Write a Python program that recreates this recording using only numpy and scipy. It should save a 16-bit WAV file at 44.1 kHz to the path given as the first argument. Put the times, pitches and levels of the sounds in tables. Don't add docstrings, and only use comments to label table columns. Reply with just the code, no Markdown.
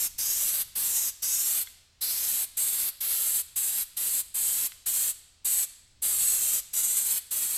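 import sys
import numpy as np
from scipy import signal
from scipy.fft import rfft, irfft, next_fast_len
from scipy.io import wavfile
from scipy.ndimage import map_coordinates

SR = 44100
rng = np.random.default_rng(int(sys.argv[2]) if len(sys.argv) > 2 else 0)


def wav_record(signal):
    frames = np.transpose(np.atleast_2d(signal))
    bounded = np.clip(frames, -1, 1)
    quanta = np.round(bounded * 32767).astype(np.int16)
    wavfile.write(sys.argv[1], SR, quanta)


N = 333837
TIME = np.arange(N) / SR

# (frequency [Hz], relative level [dB])
HISS_SPECTRUM = [(40, -23.5), (300, -21.5), (900, -20.5), (2200, -16), (4400, -10), (5700, -13.5),
                 (7000, -11.5), (8250, -3), (9250, -9.5), (10600, -1), (12600, 0.5), (14000, -6),
                 (15000, -13.5), (15700, -26)]
# (valve opens [s], valve shuts [s], relative level [dB],
# brightness [dB per octave], hump at the start [Hz], hump at the end [Hz], hump height at best aim [dB],
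# best aim [s], time to turn away [s])
STROKES = [ (-.1, 0.091, -26.5, 0, 6950, 6300, 10, 0.018, 0.19),
           (0.178, 0.645, -27.5, 0.1, 5790, 7400, 12.5, 0.28, 0.31),
           (0.75, 1.117, -28, 0.14, 7340, 6260, 13.5, 1.003, 0.19),
           (1.218, 1.647, -27.5, 0.34, 5920, 7600, 13, 1.334, 0.28),
           (2.007, 2.464, -28, 0.3, 4380, 8700, 8, 1.8, 1),
           (2.566, 2.916, -28, 0.26, 7800, 7700, 8, 2.62, 0.21),
           (3.002, 3.43, -27.7, .6, 8300, 7600, 7, 3.32, 0.21),
           (3.555, 3.851, -29, 0.44, 8070, 7450, 8, 3.64, 0.21),
           (3.964, 4.231, -28, 0.36, 7660, 7970, 8.5, 4.21, 0.28),
           (4.339, 4.689, -28.5, 0.3, 8040, 7150, 8.7, 4.45, 0.34),
           (4.856, 5.133, -28.5, 0.32, 7400, 7540, 9, 5.04, 0.33),
           (5.444, 5.664, -27, 0.15, 7840, 7500, 9.5, 5.55, 0.39),
           (6.017, 6.615, -27.5, 0.07, 8300, 6830, 11, 6.35, 0.61),
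           (6.729, 7.206, -28.2, 0.2, 7000, 7900, 12.5, 6.88, 0.37),
           (7.305, 7.7, -29.8, 0, 7540, 7740, 8, 7.52, 0.44)]
# (time [s], lag of the echo at mid-stroke [ms], echo strength [0-1])
PANEL = [(0, .625, .33), (1.65, .622, .31), (2, .65, .08), (5.7, .82, .08), (6, .822, .24),
         (6.6, .822, .24), (7.57, 1, .08)]
# (frequency [Hz], time to fall 60 dB [s])
WELL_DECAY = [(200, 0.074), (4000, 0.034), (15000, 0.021)]
# (frequency [Hz], level [dB])
WELL_LEVEL = [(200, -14), (1000, -10), (3000, -6.5), (8000, -6.5), (13000, -9)]
# (frequency [Hz], time to fall 60 dB [s])
GARAGE_DECAY = [(200, 0.83), (1000, 0.85), (4500, 1), (8000, 0.67), (11000, 0.48), (15000, 0.29)]
# (frequency [Hz], level [dB])
GARAGE_LEVEL = [(200, -18.5), (1000, -12), (4500, -9), (6500, -14), (8200, -15), (12000, -16.5),
                (15000, -16)]
# (frequency [Hz], relative level per Hz [dB])
AIR_SPECTRUM = [(20, -16), (110, -16.5), (250, -13.5), (500, -15), (1500, -16.5), (5000, -13), (15000, -35)]
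# (time [s], level [dB])
RUMBLE_SWELL = [(0, -58), (.45, -60.5), (1.2, -68), (2.5, -67.5), (4, -65.5), (5.7, -68.5), (6.2, -58.5),
                (6.7, -64.5), (7.57, -71)]
# (frequency [Hz], relative level [dB])
RUMBLE_SPECTRUM = [(20, 1.0), (60, -1), (120, -7.5), (300, -23.5), (900, -58)]
# (frequency [Hz], level before it wavers [dB])
HUM = [(81, -72.5)]
# (time [s], snap [dB], ring [dB])
TICKS = [(1.6724, -25, -39.5), (4.7206, -14, -52)]
# (frequency [Hz], level within the ring [dB], time to fall 60 dB [s])
CAN_MODES = [(1600, -10, .04), (2100, 0, .028), (3450, -2, .02), (4380, -6, .035)]

DIP_SHARE = 0.34
AWAY_DB = -4.5
HUMP_COST = 0.11
LAG_FOLLOWS = 1.5
TOP_HZ = 15850


def amp(db):
    return 10 ** (np.asarray(db) / 20)


def unit(x):
    return x / np.sqrt(np.mean(x ** 2) + 1e-20)


def along(points, hz):
    point_hz, values = np.transpose(points)
    return np.interp(np.log(hz + 1), np.log(point_hz + 1), values)


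def curves(rows, times):
    row_times, *columns = np.transpose(rows)
    return [np.interp(times, row_times, column) for column in columns]


def wobble(rate):
    knots = rng.standard_normal(int(N * rate / SR) + 4)
    return map_coordinates(knots, [TIME * rate])


def filtered(x, response):
    length = next_fast_len(N + 8192)
    hz = np.fft.rfftfreq(length, 1 / SR)
    return irfft(rfft(x, length) * response(hz), length)[:N]


def noise(spectrum):
    white = rng.standard_normal(N)
    return unit(filtered(white, lambda hz: amp(along(spectrum, hz))))


def sweep(times):
    rows = np.array(STROKES)
    handovers = (rows[:-1, 1] + rows[1:, 0]) / 2
    current = np.searchsorted(handovers, times)
    on, off, level_db, tilt_db, start_hz, end_hz, height_db, aim_s, turn_s = rows[current].T
    progress = np.clip((times - on) / (off - on), 0, 1)
    glide = (end_hz / start_hz) ** (progress - 0.5)
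    hump_hz = np.sqrt(start_hz * end_hz) * glide
    facing = np.exp(-((times - aim_s) / turn_s) ** 2)
    hump_db = AWAY_DB + (height_db - AWAY_DB) * facing
    return level_db - HUMP_COST * hump_db, tilt_db, hump_hz, hump_db, glide


def valve(open_s, shut_s):
    travel = np.zeros(N)
    for on, off, *_ in STROKES:
        opening = np.clip((TIME - on) / open_s, 0, 1)
        shutting = np.clip((off - TIME) / shut_s, 0, 1)
        travel += opening * shutting
    return np.sin(np.pi / 2 * travel) ** 2


def jet(hump_octaves, flutter_db, sputter_db):
    hz, frame_times, frames = signal.stft(noise(HISS_SPECTRUM), SR, nperseg=512)
    level_db, tilt_db, hump_hz, hump_db, _ = sweep(frame_times)
    octave = np.log2(np.maximum(hz, 300))[:, None]
    offset = (octave - np.log2(hump_hz)) / hump_octaves
    dip = DIP_SHARE * np.exp(-2 * (offset + 2) ** 2)
    hump = np.exp(-0.5 * offset ** 2) - dip
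    above_pivot = octave - np.log2(8192)
    colour = amp(level_db + hump_db * hump + tilt_db * above_pivot)
    hiss = signal.istft(frames * colour, SR, nperseg=512)[1][:N]
    uneven = amp(flutter_db * wobble(45) + sputter_db * wobble(700))
    return hiss * uneven * valve(open_s=0.011, shut_s=0.033)


def echoes(x, decay, level, gap_s, size):
    step = SR // 6
    out = np.zeros(N + 2 * size)
    for start in range(-step, N, step):
        span = np.arange(max(start, 0), min(start + 2 * step, N))
        piece = x[span] * np.sin(np.pi * (span - start) / (2 * step))
        hz, t, frames = signal.stft(rng.standard_normal(size), SR, nperseg=128)
        build_up = np.clip(t / gap_s, 0, 1)
        fade = amp(-60 * t / along(decay, hz)[:, None]) * build_up
        fade /= np.sqrt(size * np.mean(fade ** 2, axis=1, keepdims=True))
        strength = amp(along(level, hz))[:, None]
        tail = signal.istft(frames * fade * strength, SR, nperseg=128)[1]
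        answer = signal.fftconvolve(piece, tail)
        out[span[0]:][:len(answer)] += answer
    return out[:N]


def trunk(x, corner_hz):
    mid_lag_ms, strength = curves(PANEL, TIME)
    *_, glide = sweep(TIME)
    lag_ms = mid_lag_ms / glide ** LAG_FOLLOWS
    treble = filtered(x, lambda hz: hz ** 4 / (hz ** 4 + corner_hz ** 4))
    echo = map_coordinates(treble, [np.arange(N) - lag_ms * SR / 1000], order=5)
    return (x - strength * echo) / np.sqrt(1 + strength ** 2)


def room_tone(air_db, rumble_db, waver_db):
    air = amp(air_db) * noise(AIR_SPECTRUM)
    swell_db, = curves(RUMBLE_SWELL, TIME)
    rumble = amp(rumble_db + swell_db) * noise(RUMBLE_SPECTRUM)
    hum = np.zeros(N)
    for hz, level_db in HUM:
        phase = 2 * np.pi * hz * TIME + 0.48 * wobble(5.5)
        hum += amp(level_db) * np.sqrt(2) * np.sin(phase)
    return air + rumble + hum * amp(waver_db * wobble(5))


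def ticks():
    out = np.zeros(N)
    t = np.arange(SR // 4) / SR
    for tick_s, snap_db, ring_db in TICKS:
        knock = np.zeros(len(t))
        for hz, mode_db, t60 in CAN_MODES:
            knock += amp(ring_db + mode_db - 60 * t / t60) * np.sin(2 * np.pi * hz * t)
        knock[0] += amp(snap_db)
        out[round(tick_s * SR):][:len(t)] += knock
    band = signal.butter(3, [1350, 4600], 'band', fs=SR, output='sos')
    return signal.sosfilt(band, out)


def scene():
    spray = amp(-1.0) * jet(hump_octaves=0.26, flutter_db=1.0, sputter_db=-0.12)
    can = spray + ticks()
    well = echoes(can, WELL_DECAY, WELL_LEVEL, gap_s=0.001, size=SR // 8)
    garage = echoes(can, GARAGE_DECAY, GARAGE_LEVEL, gap_s=0.0064, size=SR)
    close = trunk(can + well, corner_hz=4600)
    mono = close + garage + room_tone(air_db=-69.0, rumble_db=0.0, waver_db=1.5)
    return np.array([mono, mono])


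def record(dry):
    return np.array([filtered(channel, lambda hz: hz < TOP_HZ) for channel in dry])


dry = scene()
out = record(dry)
wav_record(out)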